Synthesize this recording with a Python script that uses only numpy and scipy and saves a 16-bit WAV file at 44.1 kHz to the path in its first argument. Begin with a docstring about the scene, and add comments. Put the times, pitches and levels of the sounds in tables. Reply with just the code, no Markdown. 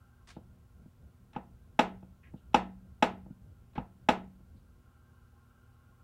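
"""A quiet kitchen is heard from the start and throughout: soft air noise, a faint hum, low rumble and hiss,
and a hollow sink ring that is stronger at the start and end.
Over it, fingers brush (tiny noise grains) and softly bump a switch plate, and its lever gives light ticks.
Among these, a thumb throws the lever on and off, close to a phone: each throw is a quick run of impacts
that rings the plate and wall, with short echoes and a small-room tail. Eased throws are duller and softer."""
import sys
import numpy as np
from scipy import signal
from scipy.fft import rfft, irfft
from scipy.io import wavfile
from scipy.ndimage import uniform_filter1d

SR = 44100
rng = np.random.default_rng(int(sys.argv[2]) if len(sys.argv) > 2 else 0)


def wrap_up_sound(samples):
    """Save the sound to the file named by the first command line argument, as 16-bit audio."""
    columns = np.atleast_2d(samples).T
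    # keep every value between -1 and 1, then stretch to whole-number steps
    tamed = np.clip(columns, -1, 1)
    steps = np.round(tamed * 32767).astype(np.int16)
    wavfile.write(sys.argv[1], SR, steps)


N = 265923
RING = np.arange(SR) / SR  # one second of time, for single sounds (s)
TIME = np.arange(N) / SR  # time through the whole scene (s)

# background air, shape of its spectrum: (f/Hz, relative level/dB per Hz)
AIR = [(15, -30.5), (30, -15), (55, -4.5), (100, -7), (146, -16), (240, -20), (320, -25.5), (560, -29),
       (1000, -33), (1540, -39.5), (1900, -40), (2930, -42), (5000, -48.5), (15000, -50.5)]
# steady hum tones: (f/Hz, rms level/dB)
HUM = [(80.7, -67.5), (119, -69), (241, -74.5), (360, -83), (480, -87)]
# hollow ring of the steel sink: (f/Hz, half-width of each filter/Hz, relative level/dB)
SINK = [(806, 21, -3), (1068, 35, -0.5), (1270, 60, -8.5), (1350, 29, -0.5), (1415, 20, 1.5),
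        (1564, 28, -1), (2900, 120, -20.5)]
# rumble of the held phone, shape of its spectrum: (f/Hz, relative level/dB)
RUMBLE = [(15, -22), (35, -12.5), (58, 0.0), (110, -6.0), (190, -13), (300, -26.5), (700, -34.5), (2000, -71.5)]
# skin sliding on the plastic: (t/s, length/s, level/dB, lower edge f/Hz, upper edge f/Hz)
BRUSHES = [(0.271, 0.052, -56.5, 830, 9550), (0.325, 0.054, -73.5, 2500, 4500),
           (1.342, 0.027, -59.5, 400, 3400), (2.23, 0.066, -67, 1600, 3030),
           (2.357, 0.049, -80, 2700, 4190), (3.754, 0.033, -53, 300, 3700),
           (4.56, 0.037, -82.5, 3613, 4810)]
# fingers bumping the lever and plate: (t/s, level/dB, softening corner f/Hz, wall thump level/dB)
BUMPS = [(0.365, -22.5, 554, -42.5), (0.8565, -32, 250, -50.5), (2.027, -32, 697, -51.5),
         (2.338, -22.5, 330, -40.5), (3.2609, -29.5, 482, -54.5), (3.303, -26.5, 200, -42.5),
         (3.755, -24.5, 327, -54), (4.402, -37.5, 301, -56.5), (4.547, -44, 250, -52.5)]
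# ticks of the lever taking up its play: (t/s, level/dB)
TICKS = [(1.332, -36.5), (2.028, -53), (2.5316, -39), (3.733, -47), (3.753, -37.5)]
# throws of the lever: (t/s, level/dB, softening corner f/Hz, position 1 = on 0 = off, wall thump level/dB)
THROWS = [(1.361, -18, 2060, 1, -35.5), (1.7905, -2.5, 15400, 0, -49), (2.5429, -0.5, 12060, 1, -33),
          (3.0239, -3, 15000, 0, -48.5), (3.7779, -17, 2124, 1, -30), (4.0864, -2.5, 15000, 0, -36.5)]
# impacts in one throw, as the lever slips, the spring tips over, the contact lands and the lever stops:
# (delay/ms, level/dB)
OFF_IMPACTS = [(0, -20.5), (1.1, 3), (2.45, -21.5), (5.83, -12)]
ON_IMPACTS = [(0, -33), (1.1, 0.5), (2.21, -12.5), (4.97, -17)]
# ringing tones of switch, plate and box: (f/Hz, t60/s, level when thrown off/dB, level when thrown on/dB)
PLATE_MODES = [(179, 0.042, -22, -24.5), (269, 0.027, -12, -16), (318, 0.047, -16.5, -30),
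               (508, 0.074, -24.5, -25), (618, 0.076, -25.5, -33), (718.2, 0.029, -5, -5),
               (735.3, 0.015, -2, 0), (863, 0.036, -10, -7), (1153, 0.063, -33.5, -31.5),
               (1262, 0.066, -23.5, -21), (1385, 0.109, -30.5, -25.5), (1514, 0.1, -31.5, -31.5),
               (1620, 0.068, -34, -33), (1662, 0.023, -22, -30.5), (1870, 0.041, -30.5, -39),
               (1925, 0.026, -26.5, -33), (2248, 0.062, -30, -30.5), (2433, 0.045, -31, -28),
               (2607, 0.09, -27, -30.5), (2780, 0.031, -27.5, -26), (2900, 0.068, -33.5, -34.5),
               (3007, 0.061, -33, -27), (3365, 0.021, -27, -28), (3435, 0.045, -32, -38),
               (3757, 0.012, -32.5, -41), (4026, 0.08, -39, -43), (5280, 0.035, -42, -39),
               (5760, 0.04, -42.5, -32), (7220, 0.099, -50, -52.5), (10370, 0.05, -53.5, -57.5)]
# ringing tones of the wall behind the plate: (f/Hz, t60/s, level/dB)
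WALL_MODES = [(58.3, .3, -13), (115, 0.11, -8), (146, 0.071, 2.5), (201, 0.15, -3), (254.7, 0.098, -1.5)]
# crack of hard plastic, shape of its spectrum: (f/Hz, relative level/dB)
CRACK = [(1500, -25.5), (3000, -3), (3800, 4), (4400, -10.5), (5600, -4.5), (6400, -19), (7300, -10),
         (8500, -21.5), (10400, -17.5), (13000, -31.5), (16000, -32)]
# echoes from the counter and nearby things: (delay/ms, level/dB)
ECHOES = [(3.74, -21.5), (12.09, -14.5), (16.19, -17.5)]
# diffuse sound of the kitchen: (f/Hz, relative level/dB, t60/s)
ROOM = [(100, -22, .35), (248, -3, 0.33), (550, -1.5, 0.24), (850, -2.5, 0.27), (1150, -10, .25),
        (2000, -14.5, 0.26), (3340, -20, 0.24), (4700, -27.5, .18), (7500, -30, 0.16), (9600, -37.5, 0.15),
        (15000, -45, .15)]
# standing waves of the kitchen: (f/Hz, t60/s, level/dB)
STANDING = [(188.4, 0.85, -36), (237, 0.36, -37), (329.7, 0.16, -30.5), (469.5, 0.092, -27),
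            (614, 0.22, -41), (680, 0.38, -44.5), (721, 0.22, -38), (821, 0.31, -37.5), (928, 0.25, -41.5),
            (949, 0.27, -44), (1016.4, 0.27, -40), (1305, 0.31, -42.5), (2088, 0.11, -42)]

ARRIVE_S, LEAVE_S = 0.234, 4.81  # the phone is at the switch between these times, otherwise over the sink
SINK_NEAR_DB, SINK_FAR_DB = -72.5, -79.5  # sink ring heard from above it and from the switch
# rumble at rest, while the other hand works the switch, and the jolt from a throw of 0 dB
REST_DB, REACH_DB, JOLT_DB = -68.5, -60, -54.5
SETTLE_S = 0.18  # time for a jolt to fall to about a third
THROW_ROOM_DB = 2.5  # how strongly a throw sounds the kitchen
TOP_HZ = 15750  # highest pitch the phone lets through


def undb(db):
    """Turn decibels into a plain multiplier."""
    return 10 ** (np.asarray(db) / 20)


def unit(x):
    """Scale to rms 1."""
    return x / np.sqrt(np.mean(x ** 2))


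def add(out, s, x):
    """Mix x in from time s."""
    i = int(s * SR)
    out[i:i + len(x)] += x[:N - i]


def coloured(points, size):
    """Noise of rms 1 whose spectrum follows (Hz, dB) points."""
    hz, db = np.transpose(points)[:2]
    f = np.maximum(np.fft.rfftfreq(size, 1 / SR), 1)
    gain = undb(np.interp(np.log(f), np.log(hz), db))
    return unit(irfft(rfft(rng.standard_normal(size)) * gain, size))


def walk():
    """Slow random wander of spread 1."""
    return coloured([(1, -20), (2, 0), (5, 0), (10, -20), (30, -90)], N)


def fade(t60):
    """Free decay: the level falls 60 dB in t60 seconds."""
    return np.exp(-np.log(1000) * RING / t60)


def soften(x, hz):
    """A softer contact pushes for longer and loses the treble above its corner."""
    pole = np.exp(-2 * np.pi * hz / SR)
    return signal.lfilter([(1 - pole) ** 2], [1, -2 * pole, pole ** 2], x)


def ring(modes):
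    """A struck object sounds several fading tones; neighbours start in opposite directions."""
    out = 0
    for k, (hz, t60, db) in enumerate(modes):
        out = out + (-1) ** k * undb(db) * fade(t60) * np.sin(2 * np.pi * hz * RING)
    return out


def repeat(x, copies):
    """Sum of delayed copies (ms, dB); working on the spectrum allows delays of part of a sample."""
    f = np.fft.rfftfreq(2 * len(x), 1 / SR)
    comb = sum(undb(db) * np.exp(-2j * np.pi * f * ms / 1000) for ms, db in copies)
    return irfft(rfft(x, 2 * len(x)) * comb)[:len(x)]


def at_switch():
    """1 while the phone is at the switch, 0 while it is over the sink, with short ramps between."""
    inside = (TIME > ARRIVE_S) & (TIME < LEAVE_S)
    return uniform_filter1d(inside.astype(float), size=500)


def shake(reaching):
    """Strength of the handling rumble: greater while reaching, and every throw adds a jolt that settles."""
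    out = undb(REST_DB + (REACH_DB - REST_DB) * reaching)
    for s, db, *_ in THROWS:
        add(out, s, undb(JOLT_DB + db) * np.exp(-RING / SETTLE_S))
    return out


def steady_hum(waver_rad=.3):
    """Steady-level tones whose phase wanders a little."""
    # the root of 2 turns an rms level into a sine's peak
    return sum(undb(db) * np.sqrt(2) * np.sin(2 * np.pi * hz * TIME + waver_rad * walk()) for hz, db in HUM)


def sink_ring(reaching, swell_db=2.3):
    """Noise through narrow resonances of the sink, each swelling at random; fainter at the switch."""
    out = 0
    for hz, half_width, db in SINK:
        b, a = signal.iirpeak(hz, hz / (2 * half_width), fs=SR)
        tone = signal.lfilter(b, a, rng.standard_normal(N))
        tone = signal.lfilter(b, a, tone)  # a second pass makes the peak steeper
        out = out + undb(db + swell_db * walk()) * tone
    return undb(SINK_NEAR_DB + (SINK_FAR_DB - SINK_NEAR_DB) * reaching) * unit(out)


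def background(air_db=-64, hiss_db=-82, sway_db=3.0):
    """Still air, hum, the sink's hollow ring, swaying handling rumble and microphone hiss, throughout."""
    reaching = at_switch()
    air = undb(air_db) * coloured(AIR, N)
    rumble = shake(reaching) * undb(sway_db * walk()) * coloured(RUMBLE, N)
    hiss = undb(hiss_db) * rng.standard_normal(N)
    return air + steady_hum() + sink_ring(reaching) + rumble + hiss


def brushes(grain_db=6, wet_db=-32, wet_t60=0.15, catch_db=2.0, attack_s=.002):
    """Skin catches and slips in dense tiny grains, in uneven spurts, smeared by the room."""
    out = np.zeros(N)
    for s, length, db, low_hz, high_hz in BRUSHES:
        spurts = unit(uniform_filter1d(rng.standard_normal(SR), size=300))
        grain_level = grain_db * rng.standard_normal(SR) + catch_db * spurts
        grains = rng.standard_normal(SR) * undb(grain_level)
        band = signal.butter(3, [low_hz, max(high_hz, low_hz + 100)], "band", fs=SR, output="sos")
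        grains = unit(signal.sosfilt(band, soften(grains, high_hz / 2)))
        stroke = (1 - np.exp(-RING / attack_s)) * np.exp(-(RING / length) ** 4)
        add(out, s, undb(db) * grains * stroke)
    smear = rng.standard_normal(SR) * fade(wet_t60)
    return out + undb(wet_db) * signal.fftconvolve(out, smear)[:N]


def kitchen(build_s=.013, tail_db=-28.0):
    """Room response: a diffuse tail that builds up, then mostly loses its treble first."""
    hz, _, t60 = np.transpose(ROOM)
    noise = rfft(coloured(ROOM, SR))
    log_f = np.log(np.maximum(np.fft.rfftfreq(SR, 1 / SR), 1))
    tail = 0
    # overlapping bands, each with its own decay
    for share, t in zip(np.eye(len(hz)), t60):
        band = noise * np.interp(log_f, np.log(hz), share)
        tail = tail + irfft(band, SR) * fade(t)
    return undb(tail_db) * tail * (1 - np.exp(-(RING / build_s) ** 2))


def plate(on, crack_db=-28.0, crack_t60=0.036, spread_s=0.0011):
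    """One impact on the switch with its echoes; the lever's position sets how strongly each tone rings."""
    body = ring([(hz, t60, on_db if on else off_db) for hz, t60, off_db, on_db in PLATE_MODES])
    # the dense high tones swell as the blow spreads through the plastic
    crack = undb(crack_db) * coloured(CRACK, SR) * fade(crack_t60) * (1 - np.exp(-RING / spread_s))
    direct = (0.0064, 0.00065)  # the impact itself, almost undelayed (ms, dB)
    return repeat(body + crack, [direct] + ECHOES)


def bumps(room):
    """A fingertip lands with one soft push that sounds the plate, wall and room."""
    out = np.zeros(N)
    knock = plate(False) + room + ring(STANDING)
    for s, db, corner_hz, thump_db in BUMPS:
        add(out, s, undb(db) * soften(knock, corner_hz) + undb(thump_db) * ring(WALL_MODES))
    return out


def ticks(room, low_hz=1800):
    """The lever shifts in its pivot: a touch so light that the low tones are weak."""
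    out = np.zeros(N)
    high_pass = signal.butter(1, low_hz, "high", fs=SR, output="sos")
    tick = signal.sosfilt(high_pass, plate(False) + room)
    for s, db in TICKS:
        add(out, s, undb(db) * tick)
    return out


def switch(room):
    """Every throw is a run of impacts on plate, wall and room; eased throws are duller."""
    out = np.zeros(N)
    sides = (plate(False), plate(True))
    room_gain = undb(THROW_ROOM_DB)
    for s, db, corner_hz, position, thump_db in THROWS:
        on = int(position > .5)
        snap = repeat(sides[on] + room_gain * room, ON_IMPACTS if on else OFF_IMPACTS)
        snap = snap + room_gain * ring(STANDING)
        add(out, s, undb(db) * soften(snap, corner_hz) + undb(thump_db) * ring(WALL_MODES))
    return out


def scene():
    """Fingers and switch in the quiet kitchen, as one channel."""
    room = kitchen()
    return (background() + brushes() + bumps(room) + ticks(room) + switch(room))[None]


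def record(dry):
    """The phone cuts the very highest treble with a steep filter."""
    return signal.sosfilt(signal.ellip(10, .1, 70, TOP_HZ, fs=SR, output="sos"), dry)


dry = scene()
out = record(dry)
wrap_up_sound(out)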